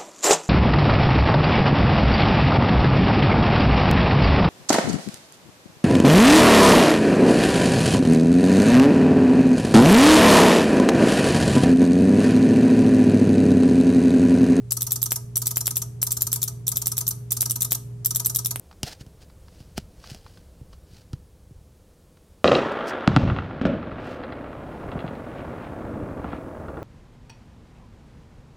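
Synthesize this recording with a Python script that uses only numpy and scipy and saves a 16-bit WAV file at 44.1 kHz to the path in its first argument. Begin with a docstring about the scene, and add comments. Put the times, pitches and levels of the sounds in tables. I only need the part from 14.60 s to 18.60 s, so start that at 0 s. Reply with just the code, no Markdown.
"""Sharp, close clicks in six bursts: a small relay on a desk switches on and off five times a burst.
Pulling in, its contact spring rattles, then the armature slams home, bounces and rings the cover.
Letting go, the spring chatters and the board under the relay rings. Two lone ticks follow at the end.
Some sharp clicks carry the dull thud of the microphone overloading.
The desk and a small room answer, over a steady electrical hum."""
import sys
import numpy as np
from scipy import signal
from scipy.fft import rfft, irfft
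from scipy.io import wavfile

SR = 44100
rng = np.random.default_rng(int(sys.argv[2]) if len(sys.argv) > 2 else 0)


def unload_audio(sound):
    """Save the sound as a 16-bit wav file, at the path given as the first command line argument."""
    columns = np.transpose(np.atleast_2d(sound))
    # keep every value between -1 and 1, then stretch to whole-number steps
    steps = np.round(np.clip(columns, -1, 1) * 32767)
    wavfile.write(sys.argv[1], SR, steps.astype(np.int16))


N = 176400

# the armature slams home (time [s], blow [dB], overload thud [dB], cover ring [dB], last bounce delay [ms])
PULL_INS = [(0.1202, -3.5, -15, -17, 8.1), (.22, -5.5, -18, -5, 9.6), (0.3199, -3.5, -12.5, -7, 9.8),
            (.429, -4.5, -18, -3, 9.8), (0.5196, -4, 0.5, -11, 8), (.7694, -3.5, -14, -8.5, 8.6),
            (0.8695, -3, -12, -9, 8.3), (0.9703, -4, -1, -9, 9), (1.0694, -4, -15, -6, 9.3),
            (1.1691, -4, -15.5, -5.5, 9.4), (1.4289, -4, -5, -15, 7.4), (1.5193, -4, -13.5, -18, 7.7),
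            (1.6202, -4, -10, -16, 7.7), (1.7295, -3, -8.5, -11, 10.6), (1.8296, -4.5, -14, -2, 10),
            (2.0799, -4.5, -18, -2, 10.5), (2.17, -4.5, -15.5, -4, 7.9), (2.27, -4.5, -8.5, -6, 9.8),
            (2.3801, -3.5, -10, -10, 7.3), (2.479, -3, -21, -11.5, 10.2), (2.7197, -2.5, -12.5, -6.5, 8.9),
            (2.8187, -3.5, -18, -11, 5.7), (2.909, -4.5, -17.5, -7.5, 8.6), (3.0204, -3, -11, -3, 9.5),
            (3.12, -2, -1, -2.5, 9.3), (3.4595, -3, -34, -10, 9), (3.5597, -4, -12, -6, 8.9),
            (3.6598, -2, -15, -10, 9.2), (3.76, -3.5, -11.5, -4, 9.1), (3.8592, -4.5, -14.5, -2.5, 10.3)]
# the relay lets go (time [s], level [dB])
RELEASES = [(0.168, -5), (0.2669, -5), (0.3577, -4.5), (0.4578, -4.5), (0.558, -3), (0.8178, -4),
            (0.9084, -4), (1.0071, -4), (1.107, -5), (1.2178, -4.5), (1.4673, -3.5), (1.568, -4),
            (1.668, -3.5), (1.7577, -4), (1.8775, -4.5), (2.117, -3.5), (2.2169, -4.5), (2.3173, -4),
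            (2.4074, -4), (2.5077, -5), (2.7675, -4.5), (2.8566, -3.5), (2.9569, -4.5), (3.0463, -3),
            (3.1478, -4.5), (3.5069, -4), (3.5971, -2.5), (3.697, -4.5), (3.787, -4), (3.908, -3.5)]
# broad, thin colour of bounces and ticks (frequency [Hz], width [Hz], level [dB])
LIGHT_IMPACT = [(5540, 2100, -10), (8600, 2200, -6.5), (10580, 3200, 0.5), (13560, 1900, -1)]
IMPACT_DB, THUD_DB = 8, -6.5  # gains added to the levels of single events
SCATTER_DB = 0.2  # random spread from hit to hit
RATTLE_LEAD_MS = 11  # the spring rattles this long before the blow
LEFT_RIGHT = np.array([[1], [-1]])


def undb(db):
    """Decibels to amplitude."""
    return 10 ** (np.asarray(db) / 20)


def ms(x):
    """Milliseconds to seconds."""
    return x / 1000


def unit(x):
    """Scale to unit energy, averaged over the channels."""
    return x / np.sqrt(np.mean(np.sum(x ** 2, axis=-1)))


def curve(points, f):
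    """Join (frequency [Hz], level [dB]) points on a log-frequency axis."""
    hz, db = np.array(points).T
    return np.interp(np.log(f + 1), np.log(hz), db)


def coloured(x, points):
    """Equalise a signal along (frequency [Hz], gain [dB]) points."""
    return irfft(rfft(x) * undb(curve(points, np.fft.rfftfreq(N, 1 / SR))), N)


def through(x, response):
    """Convolve each channel with a response."""
    return signal.fftconvolve(np.atleast_2d(x), np.atleast_2d(response), axes=-1)[:, :N]


def stereo_noise(size, width):
    """Two noises with a shared middle."""
    mid, side = rng.standard_normal((2, size))
    return (mid + width * side * LEFT_RIGHT) / np.hypot(1, width)


def tail(t60_s, width, size=22050):
    """Dense reflections that die away."""
    return unit(stereo_noise(size, width) * undb(-60 * np.arange(size) / SR / t60_s))


def body(resonances):
    """Impulse response with broad, steep-sided resonances."""
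    f = np.fft.rfftfreq(2048, 1 / SR)
    power = sum(undb(db) ** 2 / (1 + (2 * (f - hz) / width) ** 2) ** 2 for hz, width, db in resonances)
    cepstrum = irfft(np.log(power + 1e-12) / 2)
    half = len(cepstrum) // 2
    cepstrum[1:half] *= 2  # fold to minimum phase: no ring ahead of the hit
    cepstrum[half + 1:] = 0
    return unit(irfft(np.exp(rfft(cepstrum))))


def impacts(times, db, decay_ms, width, variety, size=1024):
    """Brief gritty hits: one shared noise burst plus fresh noise for each, weighted by variety."""
    out = np.zeros((2, N + size))
    shared = stereo_noise(size, width)
    fade = np.exp(-np.arange(size) / SR * 1e3 / decay_ms)
    for t, level in zip(times, db):
        i = int(np.clip(t * SR, 0, N))
        out[:, i:i + size] += undb(level) * unit((shared + variety * stereo_noise(size, width)) * fade)
    return out[:, :N]


def taps(times, db):
    """Clean single pushes."""
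    out = np.zeros(N)
    np.add.at(out, np.clip(times * SR, 0, N - 1).astype(int), undb(db))
    return out


def hum():
    """The bed: steady electrical hum over room rumble and faint hiss."""
    # hum tones (frequency [Hz], level [dB], left minus right [dB])
    tones = [(59.25, -53, 3), (120.14, -36, -1), (140.3, -55.5, -0.5), (232, -61.5, 2), (299, -69.5, 8),
             (410.6, -57, 7)]
    # rumble and hiss spectrum (frequency [Hz], relative density [dB])
    air_colour = [(20, -12), (48, -17), (85, 3), (135, 5), (180, -1), (230, -12), (400, -15.5), (600, -23),
                  (1500, -33.5), (4000, -39.5), (9000, -37.5), (15000, -50)]
    t, f = np.arange(N) / SR, np.fft.rfftfreq(N, 1 / SR)
    drone = sum(undb(db + pan * LEFT_RIGHT / 2) * np.sin(2 * np.pi * (hz * t + rng.uniform()))
                for hz, db, pan in tones)
    mid, side = rfft(rng.standard_normal((2, N))) * undb(curve(air_colour, f))
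    width = np.clip(f / 600, .15, .8)  # narrow rumble, wide hiss
    air = irfft(mid + side * width * LEFT_RIGHT, N)
    return np.sqrt(2) * drone + undb(-45) * unit(air) * np.sqrt(N)


def reflections(x, t60_s, width, count=4, shimmer_hz=3.3):
    """Diffuse tails that crossfade, so that no two clicks ring quite alike."""
    turn = 2 * np.pi * shimmer_hz * np.arange(N) / SR
    weights = [np.sin((k // 2 + 1) * turn + k * np.pi / 2) for k in range(count)]
    return sum(through(x * weight, tail(t60_s, width)) for weight in weights) * np.sqrt(2 / count)


def desk_and_room(clicks):
    """The desk throws back tight, bright reflections; the room adds a wider, darker tail."""
    # tone of the near reflections (frequency [Hz], gain [dB])
    desk_colour = [(1000, 0.5), (10500, 1), (13500, 0)]
    # tone of the room tail (frequency [Hz], gain [dB])
    room_colour = [(1000, 8.5), (2500, 7), (4000, 2), (9800, 0.5), (12500, 0), (14500, -19), (15800, -16)]
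    desk = coloured(reflections(clicks, t60_s=0.065, width=0.44), desk_colour)
    room = coloured(reflections(clicks, t60_s=0.33, width=1.0), room_colour)
    return undb(-5.5) * desk + undb(-13) * room


def stereo_image(x):
    """Two microphone ports: width and balance change with frequency."""
    # stereo width (frequency [Hz], side gain [dB])
    side_gain = [(500, -2), (1100, 1), (2200, -3), (4000, -5.5), (8000, 0), (13000, 1)]
    # stereo balance (frequency [Hz], left minus right [dB])
    balance = [(400, -8), (1000, 0), (2200, 1), (4000, -1.5), (8000, -0.3), (12500, 2.5)]
    f = np.fft.rfftfreq(N, 1 / SR)
    left, right = rfft(x)
    mid = (left + right) / 2
    side = (left - right) / 2 * undb(curve(side_gain, f))
    return irfft((mid + LEFT_RIGHT * side) * undb(LEFT_RIGHT * curve(balance, f) / 2), N)


def board(rise_ms=0.92, port_lead_rad=0.33):
    """Each movement of the armature nudges the board, whose low modes swell briefly and fade."""
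    # modes of the board on the desk (frequency [Hz], level [dB], t60 [s])
    modes = [(237.5, -7.5, 0.27), (290, -8, 0.13), (668, -9.5, 0.21), (878, -3.5, 0.093), (958, -2, 0.11),
             (1146, -4.5, 0.071), (1194, 0, 0.066), (1266.6, 3, 0.072), (1450, -8.5, 0.056),
             (1603, -7.5, 0.048), (2060, -11, 0.055)]
    on = np.array(PULL_INS)[:, 0]
    off, off_db = np.array(RELEASES).T
    t = np.arange(SR // 2) / SR
    ring = np.zeros((2, len(t)))
    for hz, db, t60 in modes:
        phase = port_lead_rad * LEFT_RIGHT + 0.87 * rng.standard_normal()
        ring += undb(db - 60 * t / t60) * np.sin(2 * np.pi * hz * t + phase)
    ring *= 1 - np.exp(-t / ms(rise_ms))
    release_push = taps(off + ms(1.436), off_db - 14)
    pull_push = taps(on - ms(RATTLE_LEAD_MS), db=-25)
    return through(release_push + pull_push, unit(ring))


def overload_thud(pushes):
    """The dull thud of the microphone overloading on some sharp clicks: filtered pushes, short tail."""
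    # colour of the thud (frequency [Hz], width [Hz], level [dB])
    colour = [(538, 3400, 2), (1500, 820, -5), (2900, 2300, 1.5)]
    thud = through(pushes, body(colour))
    return thud + undb(-5) * through(thud, tail(t60_s=0.085, width=1.0))


def relay_accents():
    """Accented first touches and last bounces, then two lone ticks; returns snaps and thud pushes."""
    # the relay's accents and the two closing ticks (time [s], snap [dB], overload thud [dB])
    hits = [(1.0788, -17, -3), (2.8088, -1, -31), (2.829, -11, -7.5), (3.0068, -10.5, -28),
            (3.1297, -6.5, -13), (3.7474, -10, -28), (3.9593, -8.5, -2), (3.9966, -16.5, -31)]
    t, snap_db, thud_db = np.array(hits).T
    snaps = impacts(t, IMPACT_DB + snap_db, decay_ms=0.37, width=1.0, variety=0.88)
    return through(snaps, body(LIGHT_IMPACT)), taps(t, THUD_DB + thud_db)


def chatter(times, db, length_ms, swell_db, count):
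    """A spring bounces unevenly after each start, the energy shared among its hits."""
    hit = np.arange(count)
    jitter = rng.uniform(0, 1, (len(times), count)) * (hit > 0)
    progress = (hit + jitter) / count
    hit_times = times[:, None] + ms(length_ms) * progress
    levels = np.reshape(db, (-1, 1)) + swell_db * (progress - .5) - 10 * np.log10(count)
    levels += SCATTER_DB * rng.standard_normal(progress.shape)
    return impacts(hit_times.ravel(), levels.ravel(), decay_ms=0.76, width=0.91, variety=3.6)


def contact_spring():
    """The contact lifts, rattles and pings before each blow, and chatters on each release."""
    # resonances of the spring (frequency [Hz], width [Hz], level [dB])
    resonances = [(4490, 1460, -8.5), (6013, 1200, 0.5), (7310, 1400, -4), (8640, 910, -1.5),
                  (9980, 1260, -2.5), (11500, 1500, -4.5), (12740, 1760, -1), (14100, 1400, -9)]
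    on = np.array(PULL_INS)[:, 0]
    off, off_db = np.array(RELEASES).T
    rattle_at = on - ms(RATTLE_LEAD_MS)
    lift = chatter(on - ms(12.4), db=-12, length_ms=2.2, swell_db=-11, count=2)
    rattle = chatter(rattle_at, db=-3, length_ms=4.6, swell_db=-2, count=5)
    release = chatter(off, db=off_db + 5.5, length_ms=7, swell_db=0.5, count=9)
    ping_db = -7.5 + SCATTER_DB * rng.standard_normal(len(on))
    ping = through(taps(rattle_at, ping_db), body([(5916, 410, 0)]))  # one narrow resonance
    return through(lift + rattle + release, body(resonances)) + ping


def armature():
    """A double blow on the core rings the cover and bounces twice; returns clicks and thud pushes."""
    # resonances of the armature on the core (frequency [Hz], width [Hz], level [dB])
    metal = [(3080, 870, -24.5), (3880, 1800, -19), (5470, 2050, -15), (7620, 1180, -2), (8700, 1400, -11),
             (10100, 1600, -6), (11500, 2500, -9.5), (12500, 1230, 2), (13600, 1450, 0), (15000, 1300, -10)]
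    # resonance of the hollow plastic cover (frequency [Hz], width [Hz], level [dB])
    plastic = [(3650, 790, 0)]
    t, blow_db, thud_db, cover_db, last_ms = np.array(PULL_INS).T
    chance = rng.standard_normal((len(t), 5)).T
    drop_db = np.array([[-1], [-9], [-3.5]])  # second blow, first bounce, last bounce
    second_db, bounce_db, last_db = blow_db + drop_db + SCATTER_DB * chance[2:]
    blow_at = np.r_[t, t + ms(0.74 + .15 * chance[0])]
    bounce_at = np.r_[t + ms(4.1 + .2 * chance[1]), t + ms(last_ms)]
    blows = impacts(blow_at, IMPACT_DB + np.r_[blow_db, second_db], decay_ms=0.26, width=0.95, variety=3.1)
    bounces = impacts(bounce_at, IMPACT_DB + np.r_[bounce_db, last_db],
                      decay_ms=0.24, width=1.0, variety=9.9)
    cover = through(taps(t, cover_db - 7), body(plastic))
    clicks = through(blows, body(metal)) + through(bounces, body(LIGHT_IMPACT)) + cover
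    return clicks, taps(t, THUD_DB + thud_db)


def scene():
    """The relay, reflected by the desk and the room, with overload thuds, over the hum."""
    blows, blow_pushes = armature()
    accents, accent_pushes = relay_accents()
    clicks = blows + contact_spring() + board() + accents
    mix = clicks + desk_and_room(clicks) + overload_thud(blow_pushes + accent_pushes)
    return stereo_image(mix) + hum()


def record(dry, ceiling=.8, top_hz=16000):
    """Hard-clip the highest peaks, then cut the top treble steeply."""
    lowpass = signal.ellip(8, .2, 70, top_hz, fs=SR, output="sos")
    return signal.sosfilt(lowpass, np.clip(dry, -ceiling, ceiling))


dry = scene()
out = record(dry)
unload_audio(out)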